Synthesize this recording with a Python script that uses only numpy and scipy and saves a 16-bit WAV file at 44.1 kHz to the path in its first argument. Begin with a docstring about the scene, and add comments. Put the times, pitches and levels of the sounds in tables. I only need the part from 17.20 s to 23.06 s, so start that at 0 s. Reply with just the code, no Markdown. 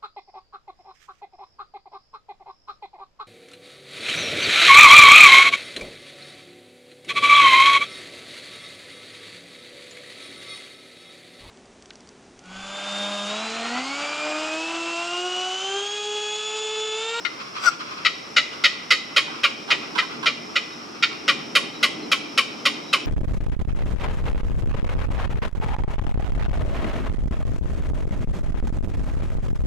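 """A flamingo honks about four times a second close to the microphone, in a rock-walled zoo pool.
Two syrinx membranes pulse at different pitches into windpipe resonances, so its short calls rasp.
Resonant pulse trains also grunt to the right; a noise rasp and a falling tone squeak to the left.
Gliding sines chirp as a small bird; shaped noise gives the far flock, open air, low rumble and
thin high whine. Filtered-noise tails and discrete reflections return the calls from the rocks."""
import sys
import numpy as np
from scipy import signal
from scipy.fft import rfft, irfft
from scipy.io import wavfile
from scipy.ndimage import uniform_filter1d, map_coordinates

SR = 44100
rng = np.random.default_rng(int(sys.argv[2]) if len(sys.argv) > 2 else 0)


def digitize_waveform(pressure):
    """Quantize a signal to 16-bit integers and store it at the path in sys.argv[1].

    Rows of a 2-D input are taken as channels; values are limited to [-1, 1].
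    """
    field = np.atleast_2d(pressure).T
    bounded = np.clip(field, -1, 1)
    quanta = np.round(bounded * 32767).astype(np.int16)
    wavfile.write(sys.argv[1], SR, quanta)


N = 258426
TIME = np.arange(N) / SR

# honks of the near bird: start_s, gain_db, pitch_hz, rise_s, roughness (0-1), beak_opening (0-1)
HONKS = [ (.049, -24.5, 721.6, 0.0029, 0.31, 0.061), (0.849, -15.7, 660, 0.0046, .22, .35),
         (1.163, -14.2, 741, .0065, .55, 0.24), (1.4383, -14.6, 700, .004, .5, .15),
         (1.705, -14.5, 691.6, 0.0045, 0.46, 0.043), (1.9621, -14.6, 682.4, .005, 0.79, .5),
         (2.2333, -16, 660.5, 0.0086, 0.72, .8), (2.5027, -16, 703, 0.01, 0.64, 0.52),
         (2.779, -18.5, 692, 0.011, 0.53, 0.27), (3.058, -16.5, 693, 0.0076, 0.68, 0.47),
         (3.3552, -18.5, 692, 0.0073, 0.59, .35), (3.8245, -16, 462, 0.0033, 0.16, 0.65),
         (4.079, -16, 692, 0.0076, .8, 0.5), (4.3517, -15, 679, 0.0042, 0.79, 0.5),
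         (4.628, -16.5, 689, .005, 0.85, 0.24), (4.916, -17.5, 671.4, 0.0021, 0.83, 0.74),
         (5.1759, -16.5, 677.4, 0.0017, 0.84, 0.84), (5.453, -17, 658, .0035, 0.8, 0.35),
         (5.7288, -17, 659, 0.0046, 0.83, 0.67)]
# reverberant bands of the enclosure: centre_hz, level_db, t60_s
RING_BANDS = [(500, -7.5, 0.97), (1200, -19.5, 0.39), (2170, -12, 0.73), (4470, -11, 0.52),
              (7500, -5.5, 0.28), (13500, -38, 0.12)]


def undb(db):
    """Decibels to amplitude ratio: 20 dB for each factor of ten."""
    return 10 ** (np.asarray(db) / 20)


def unit(x):
    """Normalisation by root mean square, so that levels can be set in decibels."""
    return x / np.sqrt(np.mean(x ** 2) + 1e-18)


def pan(x, left_minus_right_db):
    """Intensity stereo: the level difference between the channels places a sound."""
    gains = undb(np.array([[left_minus_right_db], [-left_minus_right_db]]) / 2)
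    return x * unit(gains)


def add(out, x, start_s):
    """Superposition: the pressures of x and out sum from start_s on."""
    i = int(start_s * SR)
    out[:, i:i + x.shape[1]] += x[:, :N - i]


def resonate(x, hz, width_hz):
    """A steep-sided band-pass resonance with its output at rms 1."""
    low = np.sqrt(hz ** 2 + width_hz ** 2 / 4) - width_hz / 2
    high = min(low + width_hz, SR / 2 - 100)
    band = signal.butter(2, [low, high], "band", fs=SR, output="sos")
    return unit(signal.sosfilt(band, x))


def body(x, modes):
    """Parallel modes: one source excites every resonance, and their sum is scaled to rms 1."""
    return unit(sum(undb(db) * resonate(x, hz, width_hz) for hz, width_hz, db in modes))


def colour(x, points):
    """Spectral weighting by (hz, db) points, interpolated along log frequency."""
    hz, db = np.transpose(points)
    f = np.fft.rfftfreq(x.shape[-1], 1 / SR) + 1  # the added 1 Hz avoids log(0)
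    gain = undb(np.interp(np.log(f), np.log(hz), db))
    return irfft(rfft(x) * gain, x.shape[-1])


def walk(rate_hz):
    """Slow random fluctuation: held random steps, smoothed by a moving average, at rms 1."""
    k = int(SR / rate_hz)
    steps = np.repeat(rng.standard_normal(N // k + 1), k)
    return unit(uniform_filter1d(steps, k)[:N])


def wide_noise(side_db, size=N):
    """Mid-side stereo: independent sum and difference noises, side_db being side over mid."""
    mid, side = rng.standard_normal((2, size))
    return unit(mid + undb(side_db) * side * np.array([[1], [-1]]))


def surround_noise():
    """Diffuse-field noise: the channels are alike in the bass and differ more in the middle."""
    # stereo width of air and rumble: band_hz, side_minus_mid_db
    side_spectrum = [(60, -12), (140, -10), (280, -6.5), (520, -1), (1500, 2.5), (5300, -8.5), (12000, 4.5)]
    mid, side = rng.standard_normal((2, N))
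    width = colour(side, side_spectrum) * np.array([[1], [-1]])
    # the total power of mid and side is levelled in each band
    levelling = [(hz, -10 * np.log10(1 + undb(db) ** 2)) for hz, db in side_spectrum]
    return colour(mid + width, levelling)


def effort(t, held_s, rise_s=0.0043, swell_db_per_s=800, fall_db_per_s=750):
    """Exponential growth and decay: straight ramps in decibels around a steady hold."""
    rising_db = swell_db_per_s * np.maximum(rise_s - t, 0)
    falling_db = fall_db_per_s * np.maximum(t - held_s, 0)
    return undb(-rising_db - falling_db)


def membrane(hz, jitter, shimmer_db):
    """Pulse excitation: each membrane closure is a sharp pulse, irregular in time and size."""
    n, at, out = np.arange(len(hz)), 4., np.zeros(len(hz))
    for late, size in rng.standard_normal((100, 2)):
        if at >= len(hz):
            break
        # a band-limited pulse may fall between samples
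        out += undb(shimmer_db * size) * np.sinc(n - at) * (abs(n - at) < 8)
        at += SR / hz[int(at)] * np.exp(jitter * late)
    return out


def background(air_db=-40, whine_hz=5376, whine_width_hz=560, whine_db=-52.5):
    """Filtered noise: open air, an unevenly growing rumble and a narrow whine like far insects."""
    # relative spectrum of the open air: band_hz, density_db
    air_spectrum = [(18, -61), (30, -34), (131, -4), (245, 1), (336, 2.5), (760, -4), (1160, -3),
                    (1630, -9), (2230, -8), (3490, -12.5), (4780, -13.5), (5310, 0), (6380, -20),
                    (14800, -35.5), (16000, -50)]
    # course of the rumble, before 0.5 dB of gain and its flutter: time_s, level_db
    rumble_course = [(0, -74), (.55, -49.5), (1.7, -51), (2.55, -38.5), (3.65, -45), (4.8, -36),
                     (5.86, -39.5)]
    # resonances of the rumble: centre_hz, width_hz, level_db
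    rumble_modes = [(167.8, 54, -7.5), (242.5, 27, -1.5), (295, 65, 1), (398, 73, -2.5), (762, 250, -5.5)]
    air = undb(air_db + .5 * walk(4.14)) * unit(colour(surround_noise(), air_spectrum))
    rumble_db = np.interp(TIME, *np.transpose(rumble_course)) + 0.5
    rumble_flutter_db = 2.0 * walk(15)
    rumble = undb(rumble_db + rumble_flutter_db) * body(surround_noise(), rumble_modes)
    whine = undb(whine_db) * resonate(wide_noise(-13), whine_hz, whine_width_hz)
    return air + rumble + whine


def flock(murmur_db=-44.5, swell_db_per_s=650, fade_db_per_s=77, flutter_db=2.5):
    """Incoherent addition: the powers of far calls and a steady gabble sum in a fluttering wash."""
    # calls of the far flock: peak_s, peak_db (before flutter)
    far_calls = [(.15, -32), (.37, -29.5), (.44, -28.5), (.6, -30.5), (.72, -34.5), (1.33, -37),
                 (2.12, -32), (2.62, -36), (2.92, -36.5), (3.58, -41), (3.92, -42)]
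    # resonances of the flock: centre_hz, width_hz, level_db
    far_throat = [(1229, 390, 7.5), (2410, 640, 3.5), (3380, 300, -2), (4200, 1400, 0.5)]
    power = undb(murmur_db) ** 2
    for peak_s, db in far_calls:
        call = undb(db) * effort(TIME - peak_s, 0, 0, swell_db_per_s, fade_db_per_s)
        power = power + call ** 2
    flutter = undb(flutter_db * walk(35))
    return np.sqrt(power) * flutter * body(wide_noise(1.5), far_throat)


def split(x, hz):
    """Band splitting: overlapping linear weights give each reverberant band its share of x."""
    centres = np.transpose(RING_BANDS)[0]
    f = np.fft.rfftfreq(x.shape[-1], 1 / SR)
    return irfft(rfft(x) * np.interp(f, centres, centres == hz), x.shape[-1])


def enclosure(x, build_s=0.015, side_db=-4, scatter_db=-13, scatter_s=0.0033):
    """Convolution with a room response: near scatter, distinct reflections and a diffuse tail."""
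    # reflections off ground and rocks: delay_s, level_db, left_minus_right_db
    reflections = [(.0042, -19, 20), (0.0129, -12.5, 0), (0.0198, -21.5, 28), (.029, -23.5, -25)]
    t = np.arange(SR) / SR
    noise = wide_noise(side_db, size=SR)
    # close scatter arrives from the sides and widens the call
    early = np.exp(-t / scatter_s)
    response = undb(scatter_db) * wide_noise(1.3, size=SR) * early / np.linalg.norm(early)
    # the highest bands of the tail die first
    for hz, db, t60_s in RING_BANDS:
        fade = undb(-60 * t / t60_s) * (1 - np.exp(-t / build_s))
        response += undb(db) * split(noise, hz) * fade / np.linalg.norm(fade)
    for delay_s, db, side in reflections:
        response[:, int(delay_s * SR)] += pan(undb(db), side)[:, 0]
    return signal.fftconvolve(x.mean(axis=0)[None], response, axes=1)[:, :N]


def small_bird(length_s=0.064, fall=0.04, waver=.012):
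    """Frequency modulation: thin whistles are single sines that fall slightly and waver."""
    # chirps of a small, distant bird: start_s, peak_db, starting_pitch_hz (before waver)
    chirps = [(3.5, -47, 3880), (3.75, -60, 4220), (4.53, -42, 3960), (4.805, -45, 4240), (5.61, -48, 3950),
              (5.661, -42, 3980)]
    out, u = np.zeros((2, N)), np.linspace(0, 1, int(length_s * SR))
    for start_s, db, hz in chirps:
        pitch = hz * (1 - fall * u + waver * walk(200)[:len(u)])
        whistle = np.sin(np.pi * u) * np.sin(2 * np.pi * np.cumsum(pitch) / SR)
        add(out, pan(undb(db) * whistle, 0), start_s)
    return out


def squeak(start_s=.41, pitch_hz=1482, sag_start_s=.056, sag_hz_per_s=5300, tone_db=-10, rasp_db=-22.5):
    """Amplitude modulation of noise at the pitch of a nearly pure, falling tone makes its rasp."""
    # resonances of the squeaking beak: centre_hz, width_hz, level_db
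    squeak_beak = [(597, 130, -7.5), (1170, 720, 1), (1940, 520, -4), (3070, 840, -7.5), (4700, 590, -0.5),
                   (5860, 250, -2), (7570, 1000, -6.5), (11500, 2600, -18)]
    t = TIME - start_s
    # the pitch holds for a while, then sags
    hz = pitch_hz - sag_hz_per_s * np.clip(t - sag_start_s, 0, .04)
    phase = 2 * np.pi * np.cumsum(hz * (1 + 0.007 * walk(500))) / SR
    overtones = undb(-17) * (np.sin(2 * phase) / 4 + np.sin(4 * phase))
    tone = unit(np.sin(phase) + overtones)
    modulation = (1 + 0.55 * np.sin(phase)) * undb(3 * walk(250))  # pitch and 3 dB flutter
    rasp = body(rng.standard_normal(N) * modulation, squeak_beak)
    tone = undb(tone_db) * tone * effort(t, .077, .065, swell_db_per_s=750, fall_db_per_s=1900)
    rasp = undb(rasp_db) * rasp * effort(t, .077, .051, swell_db_per_s=420, fall_db_per_s=1200)
    return pan(tone, 10) + pan(rasp, 6)


def grunt(pitch_hz, held_s, jitter=0.079):
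    """Source and filter: irregular low pulses ring the broad resonances of a throat."""
    # resonances of the grunting throat: centre_hz, width_hz, level_db
    grunt_throat = [(487, 210, -17), (960, 250, -2), (1450, 340, -3), (2370, 1900, -5)]
    t = np.arange(int(.08 * SR)) / SR
    pulses = membrane(np.full(len(t), pitch_hz), jitter, 2.4)
    return body(pulses * effort(t, held_s), grunt_throat)


def neighbours(lag_s=0.00021):
    """Interaural delay: soft grunts from the right reach the left microphone late."""
    # grunts of other birds: start_s, level_db, pitch_hz, held_s, left_minus_right_db
    grunts = [(2.069, -40, 382, 0.041, -11), (2.478, -32.5, 418.4, 0.064, -5),
              (2.752, -29.5, 520.6, 0.019, -10), (2.821, -35, 525, 0.015, -8), (3.028, -32, 539, 0.019, -6)]
    out = np.zeros((2, N))
    for start_s, db, pitch_hz, held_s, side in grunts:
        add(out, pan(undb(db) * grunt(pitch_hz, held_s), side), start_s)
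    return np.array([np.roll(out[0], int(lag_s * SR)), out[1]])


def honk(pitch_hz, rise_s, held_s, rough, gape, tilt_db, hiss_db, pitch_drop=.3, glide_s=0.01706,
         second_ratio=0.81, second_share=0.7, jitter=.014, air=0.071, octave_db=-7.5,
         octave_held_s=0.023, chest_db=-20.3, chest_hz=525, neck_spread=0.012, sag=0.026):
    """Source and filter: a gliding and a lower, unsteady membrane excite windpipe resonances."""
    # windpipe and beak, before shifts of posture and emphasis:
    # centre_hz, width_hz, level_db, gain_with_beak_opening_db, gain_with_roughness_db
    throat = [ (1352, 255, -10, 1.5, -3), (2043, 224, -8, -11.5, -2), (2393, 242, -6.5, 5.5, 0),
              (3027, 287, -8, 0.5, 5.5), (3836, 400, -9.5, -3, 0.5), (4430, 370, -13, -5, 1),
              (5173, 466, -16, -2, 2), (6470, 720, -24, -2.5, 8)]
    # spectrum of the turbulent hiss: band_hz, level_db
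    hiss_spectrum = [(5000, -17), (7000, -3.5), (9500, 1.5), (12000, -4.5), (16000, -23)]
    t = np.arange(int(.06 * SR)) / SR
    # a fully rough honk glides down by pitch_drop as a share of its pitch; clean ones stay level
    glide = 1 - np.exp(-(t / glide_s) ** 1.312)
    hz = pitch_hz * (1 - pitch_drop * rough ** 1.495 * glide)
    first = membrane(hz, jitter * np.sqrt(rough), 2.0)
    second = membrane(np.full(len(t), pitch_hz * second_ratio), jitter * 1.63, 3.2)
    # the second side joins in almost at once, more strongly in rough calls
    pulses = first + second_share * np.sqrt(rough) * second * np.minimum(t / 0.00028, 1)
    # each closure lets out a puff of turbulent air that decays within milliseconds
    puff_level = signal.lfilter([1], [1, -np.exp(-1 / (0.0024 * SR))], pulses)
    puffs = rng.standard_normal(len(t)) * puff_level
    push = effort(t, held_s, rise_s, swell_db_per_s=720, fall_db_per_s=680)
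    source = (pulses + air * puffs) * push
    # the neck is held a little differently for each call
    centres, widths, dbs, open_db, rough_db = np.transpose(throat)
    centres = centres * (1 + neck_spread * rng.standard_normal(len(throat)))
    # beak, roughness and spectral tilt weight the resonances
    emphasis = open_db * (gape - .5) + rough_db * (rough - .5) + tilt_db * np.log2(centres / centres[2])
    voice = sum(undb(db) * resonate(source, f, width) for f, width, db in zip(centres, widths, dbs + emphasis))
    # reading ever more slowly, the whole voice sags as the call runs out of air
    read_speed = 1 + sag * np.clip(1 - t / 0.012, -1, 1) / 2
    voice = map_coordinates(voice, [np.cumsum(read_speed)], order=3)
    # a hard, rough call also wakes the lowest pipe resonance and a clean, gliding second harmonic
    chest = undb(chest_db) * resonate(source, chest_hz, 136)
    harmonic = np.sin(4 * np.pi * np.cumsum(hz) / SR) * effort(t, octave_held_s, rise_s)
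    octave = undb(octave_db + emphasis[0]) * unit(harmonic)
    hiss = undb(hiss_db) * unit(colour(puffs * push, hiss_spectrum))
    return voice + rough * chest + rough ** 2 * octave + hiss


def near_bird(usual_db=-14.5, usual_rise_s=0.0062):
    """Effort and spectral tilt: louder honks are brighter, slowly starting ones duller."""
    # the bird walks in from the left: time_s, left_minus_right_db
    bird_pan = [(0, 17), (1.3, -0.5), (5.86, -0.1)]
    # hiss before the gain of each honk, strongest once the beak faces the microphone: time_s, level_db
    bird_hiss = [(.8, -51), (1.2, -37.5), (1.9, -27.5), (2.5, -36.5), (3.9, -37.5), (4.35, -23),
                 (5.86, -25.5)]
    out = np.zeros((2, N))
    for start_s, db, pitch_hz, rise_s, rough, gape in HONKS:
        side = np.interp(start_s, *np.transpose(bird_pan))
        hiss_db = np.interp(start_s, *np.transpose(bird_hiss))
        # a honk fades later if it starts slowly or is loud (0.0018 s per dB)
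        held_s = 0.014 + 0.69 * rise_s + 0.0018 * (db - usual_db)
        # dB per octave: 0.48 for each dB over the usual level, -328 for each second of extra rise
        tilt_db = 0.48 * (db - usual_db) - 328 * (rise_s - usual_rise_s)
        call = honk(pitch_hz, rise_s, held_s, np.clip(rough, 0, 1), gape, tilt_db, hiss_db)
        add(out, pan(undb(db) * call, side), start_s)
    return out


def scene(path_count=4, squeak_echo_db=-5):
    """Superposition of direct sound, reverberation and surroundings."""
    birds = near_bird() + neighbours() + small_bird()
    squeal = squeak()
    to_rocks = birds + undb(squeak_echo_db) * squeal
    # the birds turn their heads, so successive honks take different paths among the rocks
    path = np.searchsorted(np.transpose(HONKS)[0] - .001, TIME) % path_count
    echoes = sum(enclosure(to_rocks * (path == k)) for k in range(path_count))
    return birds + squeal + echoes + flock() + background()


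def record(dry, top_hz=16000):
    """Saturation and band limiting: the recorder clips at full scale, then cuts the top."""
    low_pass = signal.ellip(8, .2, 70, top_hz, fs=SR, output="sos")
    return signal.sosfilt(low_pass, np.clip(dry, -1, 1))


dry = scene()
out = record(dry)
digitize_waveform(out)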